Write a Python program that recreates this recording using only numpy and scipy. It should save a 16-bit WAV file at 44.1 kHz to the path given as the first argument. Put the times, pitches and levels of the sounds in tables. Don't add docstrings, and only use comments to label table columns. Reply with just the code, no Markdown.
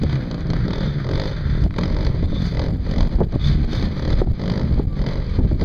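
import sys
import numpy as np
from scipy import signal
from scipy.fft import rfft, irfft, next_fast_len
from scipy.io import wavfile
from scipy.ndimage import uniform_filter1d, map_coordinates

SR = 44100
rng = np.random.default_rng(int(sys.argv[2]) if len(sys.argv) > 2 else 0)


def materialize(psi):
    bounded = np.clip(np.atleast_2d(psi).T, -1, 1)
    quanta = np.round(bounded * 32767).astype(np.int16)
    wavfile.write(sys.argv[1], SR, quanta)


N = 248724
TIME = np.arange(N) / SR


# (frequency [Hz], level [dB])
GAS_SPECTRUM = [(150, -26), (500, 9), (900, 8.5), (1400, 0.5), (2000, 1.5), (2500, 2), (3200, 2), (4000, 1),
                (4900, 4), (5400, -3), (6500, -14.5), (7300, -29), (8200, -37.5), (15000, -46.5)]

def near_bike():
    fired, popped = firings(), pops()
    thud = amp(37) * pipe(fired ** 0.66 + popped)
    front = amp(5.5) * pressure_fronts(fired + popped, edge_s=0.00031, length_s=0.00083)
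    crack = amp(1) * coloured(fired + popped, GAS_SPECTRUM)
    firing_gas = amp(-4) * bursts(fired, attack=0.00048, decay=0.0044)
    pop_gas = amp(-2.5) * bursts(popped, attack=0.00011, decay=0.0025)
    gas = (firing_gas + pop_gas) * noise(GAS_SPECTRUM)
    bark = filtered(gas, lambda hz: hz ** 2 / np.hypot(hz ** 2, 1060 ** 2))
    return thud + front + crack + bark


# (first firing [s], last firing [s], start rate [Hz], end rate [Hz], level [dB])
BLIPS = [(0.655, 0.854, 38.65, 42.3, -24), (1.044, 1.313, 42.66, 54, -22.5),
         (1.7623, 1.878, 40.05, 45.7, -20.5), (1.901, 2.109, 45.66, 50.94, -26),
         (2.524, 2.706, 42.4, 45.37, -22.5), (2.865, 3.135, 40.85, 48.74, -25.5),
         (3.966, 4.199, 33.58, 43.34, -23), (4.395, 4.65, 46.34, 54.67, -22.5),
         (4.967, 5.222, 40.5, 46.23, -26.5), (5.596, 5.625, 51.1, 63.4, -23.5)]

def firings():
    pulses = np.zeros(N)
    for first, last, start_hz, end_hz, db in BLIPS:
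        mean_hz = (start_hz + end_hz) / 2
        cycle = np.linspace(0, 1, round((last - first) * mean_hz) + 1)
        rate_hz = np.sqrt(start_hz ** 2 + cycle * (end_hz ** 2 - start_hz ** 2))
        progress = cycle * 2 * mean_hz / (start_hz + rate_hz)
        throttle_db = -7.5 * (2 * (progress - 0.46)) ** 2
        scatter, jitter = rng.standard_normal((2, 32))[:, :len(cycle)]
        times = first + (last - first) * progress + 0.00004 * jitter
        pulses += spikes(times, amp(db + throttle_db + 1.6 * scatter))
    return pulses


# (time [s], level [dB])
POPS = [(0.035, -20.5), (0.096, -27), (0.129, -21), (0.156, -24), (0.313, -22.5), (0.344, -22.5),
        (0.407, -28), (0.468, -28), (0.5026, -18), (0.5341, -19.5), (0.566, -28), (0.681, -27.5),
        (0.735, -26), (1.156, -27.5), (1.198, -19), (1.639, -20), (1.787, -17.5), (1.8344, -22),
        (2.048, -24), (2.067, -18), (2.571, -28.5), (2.595, -27), (2.617, -34.5), (2.912, -23),
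        (2.982, -21.5), (3.007, -17.5), (3.0295, -23), (3.323, -24.5), (3.732, -16.5), (3.766, -28),
        (3.797, -22), (3.826, -20), (3.855, -24), (3.886, -32), (4.049, -32.5), (4.106, -30),
        (4.129, -26.5), (4.499, -22.5), (5.068, -28)]

def pops():
    times, db = np.transpose(POPS)
    return spikes(times, amp(db))


# (frequency [Hz], width [Hz], level [dB])
PIPE_MODES = [(109, 104, -0.5), (214, 73.4, -0.5), (244, 31, -3.5), (461.6, 71.6, 0.5), (499, 64.7, 0.5),
              (546.3, 50.7, -1), (612, 39, -6), (832, 49, -12), (892, 94, -13.5), (1240, 82, -26.5),
              (1340, 160, -22), (1980, 100, -14.5)]

def pipe(drive, drift=0.02):
    heat = np.clip(0.5 + 0.5 * wobble(8.3), 0, 1)
    hot = np.array(PIPE_MODES) * [1 + drift, 1, 1]
    cool = np.array(PIPE_MODES) * [1 - drift, 1, 1]
    return resonate(drive * heat, hot) + resonate(drive * (1 - heat), cool)


def pressure_fronts(pulses, edge_s, length_s):
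    t = np.arange(-(SR // 100), SR // 100 + 1) / SR
    front = np.tanh(t / edge_s) * np.exp(-np.hypot(t, edge_s) / length_s)
    return signal.oaconvolve(pulses, front, mode="same")


# (frequency [Hz], level [dB])
HISS_SPECTRUM = [(1500, -26.5), (3300, -11.5), (4400, 9.5), (5100, 4), (6300, -5), (7200, -20),
                 (8300, -20.5), (13500, -27.5), (15500, -24)]
# (frequency [Hz], width [Hz], level [dB])
TICK_MODE = [(4630, 200, 0)]

def coasting(fade_s=0.093, slowing_per_s=0.58):
    pulses = np.zeros(N)
    for _, last, _, end_hz, _ in BLIPS:
        even_s = np.arange(1, 9) / end_hz
        slowed_s = even_s * (1 + slowing_per_s * even_s / 2)
        pulses += spikes(last + slowed_s, amp(-38.5) * np.exp(-slowed_s / fade_s))
    return bursts(pulses, attack=0.00055, decay=0.001) * unit(resonate(noise(HISS_SPECTRUM), TICK_MODE))


# (time [s], firing rate [Hz])
TRACK_SPEED = [(0, 66.25), (.55, 60.84), (1.05, 65.8), (1.35, 63.48), (1.65, 78.17), (2.2, 80.62),
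               (2.46, 85.8), (2.75, 85.1), (3, 63.9), (3.45, 68.16), (4.4, 61.29), (5.64, 68.35)]
# (time [s], half-width [s], boom level [dB], snarl level [dB])
PULLS = [(0.156, 0.14, -34, -45), (0.69, 0.33, -36.5, -42), (0.992, 0.048, -29.5, -44),
         (1.404, 0.11, -32, -40), (1.585, 0.068, -24, -38.5), (2.203, .06, -27.5, -51.5),
         (2.456, 0.098, -26, -48), (2.75, 0.054, -17.5, -55), (3.828, 0.087, -26, -52.5),
         (4.166, 0.1, -25.5, -54.5), (5.262, 0.078, -44.5, -55.5)]
# (frequency [Hz], width [Hz], level [dB])
SNARL_MODES = [(1390, 240, 5.5), (1960, 240, 4)]
# (time [s], level [dB])
RASP_LEVEL = [(0, -36), (.45, -44), (.8, -39.5), (1.6, -40.5), (2.1, -42), (2.8, -42.5), (3.6, -38.5),
              (4.1, -37.5), (4.55, -43), (5.64, -39.5)]
# (frequency [Hz], level [dB])
RASP_SPECTRUM = [(150, -11), (400, 3.5), (750, -4.5), (1100, -0.5), (1600, 1.5), (2200, 3), (3100, 0),
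                 (3800, -1), (4800, -0.5), (5300, -11), (6200, -15.5), (7200, -31), (8200, -35),
                 (15000, -35.5)]

def track_bike():
    drone, pulses, cycles = distant_exhaust(curve(TRACK_SPEED), jitter=0.0345, scatter_db=8.5,
                                            waver_db=2.5)
    pull = sum(amp(db) * swell(s, width) for s, width, db, _ in PULLS)
    snarling = sum(amp(db) * swell(s, width) for s, width, _, db in PULLS)
    drone_level = amp(-33) + amp(-14.5) * pull
    boom_level = pull * amp(2.5 * wobble(25))
    boom = boom_level * np.sqrt(2) * np.cos(2 * np.pi * 2 * cycles + wobble(18))
    puffs = bursts(pulses, attack=0.0035, decay=0.011)
    throb = unit(1 + puffs)
    rasp = amp(curve(RASP_LEVEL) + 1.65 * wobble(22.23)) * throb * noise(RASP_SPECTRUM)
    growl = resonate(puffs * rng.standard_normal(N), SNARL_MODES)
    snarl = snarling * unit(resonate(growl, [(1640, 1200, 0)]))
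    return drone_level * drone + boom + rasp + snarl + surges(throb)


# (start [s], length [s], ring level [dB], hiss level [dB])
SURGES = [(0.665, 0.24, -43, -53), (1.127, 0.14, -42, -44.5), (1.32, 0.3, -50, -49.5),
          (2.172, 0.18, -51.5, -50.5), (2.301, 0.17, -43, -40), (3.391, 0.088, -37.5, -41),
          (3.707, 0.053, -37, -38.5)]

def surges(throb, ring_hz=3570):
    ringing = sum(amp(db) * held_note(s, length, attack=0.0046, release=0.054)
                  for s, length, db, _ in SURGES)
    hissing = sum(amp(db) * swell(s + length, 0.059) for s, length, _, db in SURGES)
    ring = resonate(throb * rng.standard_normal(N), [(ring_hz, 170, 0)])
    ring = unit(resonate(ring, [(ring_hz, 600, 0)]))
    ring = unit(amp(2.2 * wobble(60)) * ring)
    hiss = noise(HISS_SPECTRUM) + amp(2.5) * noise(RASP_SPECTRUM)
    return ringing * ring + hissing * throb * hiss


def far_bike():
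    rate_hz = 51.9 * np.exp(0.2 * wobble(3))
    drone, _, _ = distant_exhaust(rate_hz, jitter=0.04, scatter_db=7.5, waver_db=-1.0)
    return amp(-26) * drone


# (frequency [Hz], level [dB])
DRONE_SPECTRUM = [(40, -25), (85, -6), (125, 0), (170, -1), (215, -6), (265, -8), (320, -15), (400, -19),
                  (600, -27), (800, -32), (1500, -40), (4000, -70)]

def distant_exhaust(rate_hz, jitter, scatter_db, waver_db, smear_s=0.0078):
    cycles = np.cumsum(rate_hz * (1 + jitter * wobble(40))) / SR
    times = TIME[1:][np.diff(np.floor(cycles)) > 0]
    scatter = rng.uniform(-1, 1, 1000)[:len(times)]
    pulses = spikes(times, amp(scatter_db * scatter))
    t = np.arange(SR // 12) / SR
    paths = rng.standard_normal((4, len(t))) * np.exp(-t / smear_s)
    shares = np.array([wobble(4) for _ in paths])
    arrivals = signal.oaconvolve(pulses[None], paths, axes=1)[:, :N]
    heard = np.sum(shares / np.linalg.norm(shares, axis=0) * arrivals, axis=0)
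    return amp(waver_db * wobble(14)) * unit(coloured(heard, DRONE_SPECTRUM)), pulses, cycles


# (time [s], rise [s], fall [s], pressure [dB], flutter [dB])
GUSTS = [(0.051, 0.033, 0.013, -8.5, -19), (1.168, 0.0036, 0.006, -6, -36.5),
         (1.655, 0.014, 0.016, -3, -8.5), (1.686, 0.013, 0.033, 6, -12.5), (2.099, 0.012, 0.017, -9, -18.5),
         (2.272, 0.018, 0.03, -2.5, -13.5), (2.707, 0.0066, 0.0033, -5.5, -19.5),
         (2.756, 0.044, 0.076, -0.5, -16.5), (3.048, .005, 0.0067, -3.5, -17.5),
         (3.087, 0.014, 0.036, 0, -30), (3.167, 0.0046, 0.0044, -3, -19.5), (3.264, 0.024, 0.035, 5, -8),
         (3.346, 0.018, 0.017, -4.5, -16), (3.565, 0.0046, .008, -6.5, -29.5),
         (3.652, 0.008, 0.0062, -3, -17.5), (4.148, 0.0029, 0.012, -3.5, -17.5),
         (4.212, 0.0033, 0.0045, -5, -21), (4.255, 0.034, 0.045, 1, -10), (4.323, 0.009, 0.015, 3, -7.5),
         (4.67, 0.056, 0.063, -9.5, -23), (4.742, 0.0045, 0.0079, -1.5, -20),
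         (4.8, 0.0047, 0.0028, -6.5, -10), (4.847, 0.0029, 0.011, -3.5, -16.5),
         (4.878, 0.052, 0.068, 2, -14.5), (4.934, 0.0017, 0.0026, -4.5, -20),
         (5.01, 0.0033, 0.0037, -11.5, -14.5), (5.406, 0.018, 0.015, -4, -4.5),
         (5.46, 0.02, 0.025, -3, -8.5), (5.533, 0.0042, 0.0081, -5.5, -13),
         (5.555, 0.031, 0.016, -2.5, -16), (5.63, 0.0053, 0.01, -6, -16.5)]
# (time [s], level [dB])
BREEZE = [(0, -28.5), (.7, -20.5), (.95, -29), (1.2, -24), (2.3, -18), (3.6, -22), (4, -19.5), (4.8, -21.5),
          (5.64, -19)]
# (frequency [Hz], level [dB])
RUMBLE_SPECTRUM = [(12, -8), (25, 1), (50, -2), (90, -8), (160, -17), (300, -30), (600, -48), (2000, -80)]
# (frequency [Hz], level [dB])
FLUTTER_SPECTRUM = [(20, -22.5), (70, 20), (200, 9), (380, -3.5), (700, -17), (1200, -40), (2000, -38),
                    (5000, -63.5)]

def wind(eddy_s=0.059):
    push = sum(amp(db) * swell(s, rise, fall) for s, rise, fall, db, _ in GUSTS)
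    flutter = sum(amp(db) * swell(s, rise) for s, rise, _, _, db in GUSTS)
    eddies = np.max([amp(db - 10.5) * swell(s, eddy_s, fall) for s, _, fall, db, _ in GUSTS], axis=0)
    breeze = amp(curve(BREEZE) + 2.5 * wobble(7.4))
    return np.hypot(breeze, eddies) * noise(RUMBLE_SPECTRUM) + push + flutter * noise(FLUTTER_SPECTRUM)


# (time [s], level [dB], slap decay [s], ring pitch [Hz])
BUFFETS = [(0.035, -11, 0.01, 275), (1.661, -8.5, 0.006, 322), (2.227, -15, 0.012, 305),
           (2.329, -19, 0.0046, 547), (2.364, -19.5, 0.0032, 540), (3.186, -9.5, 0.0083, 375),
           (3.205, -2, 0.01, 420), (3.211, 2.5, 0.0066, 417), (3.327, -13, 0.0053, 326),
           (3.341, -16, 0.003, 562), (3.357, -1.5, 0.0028, 290), (4.2165, 4.5, 0.0029, 365),
           (4.272, -8.5, 0.0051, 322), (4.608, -16.5, 0.0067, 426), (4.711, -22, .01, 332),
           (4.777, -20.5, 0.0097, 390), (4.796, -9, 0.0057, 406), (5.388, -15, 0.016, 363),
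           (5.404, -13, 0.0071, 426), (5.448, -16.5, 0.012, 300), (5.512, -10.5, 0.0042, 306),
           (5.622, -10.5, 0.008, 320)]
# (frequency [Hz], level [dB])
SLAP_SPECTRUM = [(40, -1), (150, 5.5), (260, 5), (390, 1), (520, -6), (700, -9.5), (1000, -22), (1600, -27),
                 (2400, -39), (5000, -74), (9000, -90.5)]
# (multiple of the ring pitch [ratio], decay [s], level [dB])
PORT_MODES = [(1, 0.0071, -4.5), (2.028, 0.0073, -14.5)]

def buffets(soft_hz=1770):
    slaps = sum(bursts(spikes([s], [amp(db)]), attack=0.0019, decay=decay) for s, db, decay, _ in BUFFETS)
    rings, t = np.zeros(N + SR), np.arange(SR // 10) / SR
    for s, db, _, pitch_hz in BUFFETS:
        ring = sum(amp(level) * np.sin(2 * np.pi * ratio * pitch_hz * t) * np.exp(-t / decay)
                   for ratio, decay, level in PORT_MODES)
        rings[round(s * SR):][:len(t)] += amp(db) * ring
    knocks = filtered(rings[:N], lambda hz: 1 / (1 + 1j * hz / soft_hz) ** 3)
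    return amp(-5.5) * slaps * noise(SLAP_SPECTRUM) + knocks


# (time [s], level [dB])
CLICKS = [(1.7078, -16.5), (1.7406, -20.5), (1.784, -14)]
# (frequency [Hz], level [dB])
CLICK_SPECTRUM = [(400, -25), (1000, 2.5), (2200, 7), (3500, -9), (5000, -14), (7000, -37), (9000, -46)]

def clicks():
    times, db = np.transpose(CLICKS)
    return bursts(spikes(times, amp(db)), attack=0.0001, decay=0.0017) * noise(CLICK_SPECTRUM)


def whine(peak_s=4.925, pitch_hz=1160, sag_hz_per_s=310):
    hz = pitch_hz - sag_hz_per_s * (TIME - peak_s) + 5 * wobble(40)
    return amp(-41) * swell(peak_s, 0.05) * np.sin(2 * np.pi * np.cumsum(hz) / SR)


# (frequency [Hz], time to fall 60 dB [s])
VALLEY_DECAY = [(100, 0.31), (1000, 1), (8000, 0.019)]

def valley(x):
    hz, t, bands = signal.stft(rng.standard_normal(SR // 2), SR, nperseg=256)
    fade = amp(-60 * t / along(VALLEY_DECAY, hz)[:, None])
    _, tail = signal.istft(bands * fade, SR, nperseg=256)
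    return signal.fftconvolve(x, tail / np.linalg.norm(tail))[:N]


def overload(x, limit_db=6):
    return x / (1 + (x / amp(limit_db)) ** 4) ** (1 / 4)


def limiter(x, ceiling_db=-6.5, release_db_per_s=164.5, step_hz=2400):
    over_db = np.maximum(20 * np.log10(np.abs(x) + 1e-9) - ceiling_db, 0)
    climb = release_db_per_s * TIME
    cut_db = np.maximum.accumulate(over_db + climb) - climb
    cut_db = uniform_filter1d(uniform_filter1d(cut_db, size=60), size=24)
    stepped_db = np.interp(np.floor(TIME * step_hz) / step_hz, TIME, cut_db)
    return x * amp(-cut_db - amp(-12.5) * (stepped_db - cut_db))


def camera_response(hz, bass_hz=17, notch_spacing_hz=2735, feedback=0.55, top_hz=15600):
    bass_cut = (1j * hz / (1j * hz + bass_hz)) ** 2
    lag = np.exp(-2j * np.pi * hz / notch_spacing_hz)
    comb = (1 + feedback) / 2 * np.abs((1 - lag) / (1.5 - feedback * lag))
    return bass_cut * np.where(hz > 1375, comb, 1) * (hz < top_hz)


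def amp(db):
    return 10 ** (np.asarray(db) / 20)


def unit(x):
    return x / np.sqrt(np.mean(x ** 2) + 1e-20)


def along(points, hz):
    point_hz, values = np.transpose(points)
    return np.interp(np.log(hz + 1), np.log(point_hz + 1), values)


def curve(points):
    return np.interp(TIME, *np.transpose(points))


def wobble(rate):
    return map_coordinates(rng.standard_normal(int(N * rate / SR) + 4), [TIME * rate])


def filtered(x, response):
    size = next_fast_len(N + SR // 2)
    return irfft(rfft(x, size) * response(np.fft.rfftfreq(size, 1 / SR)), size)[:N]


def coloured(x, spectrum):
    return filtered(x, lambda hz: amp(along(spectrum, hz)))


def noise(spectrum):
    return unit(coloured(rng.standard_normal(N), spectrum))


def resonate(x, modes):
    def response(hz):
        return sum((-1) ** k * amp(db) * 1j * hz * width / (centre ** 2 - hz ** 2 + 1j * hz * width)
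                   for k, (centre, width, db) in enumerate(modes))
    return filtered(x, response)


def spikes(times, sizes):
    samples = np.round(np.asarray(times) * SR).astype(int)
    return np.bincount(np.clip(samples, 0, N), sizes, N + 1)[:N]


def bursts(pulses, attack, decay):
    t = np.arange(SR // 10) / SR
    shape = (1 - np.exp(-t / attack)) * np.exp(-t / decay)
    return signal.oaconvolve(pulses, shape / shape.max())[:N]


def swell(peak_s, rise, fall=None):
    width = rise if fall is None else np.where(TIME < peak_s, rise, fall)
    return np.exp(-np.minimum(((TIME - peak_s) / width) ** 2, 20))


def held_note(start, length, attack, release):
    t = np.maximum(TIME - start, 0)
    return (1 - np.exp(-t / attack)) * np.exp(-np.minimum(np.maximum(t - length, 0) / release, 20))


def scene():
    bikes = near_bike() + coasting() + track_bike() + far_bike() + whine()
    return (bikes + amp(-14.5) * valley(bikes) + clicks() + wind() + buffets())[None]


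def record(dry):
    return filtered(limiter(overload(dry[0])), camera_response)[None]


dry = scene()
out = record(dry)
materialize(out)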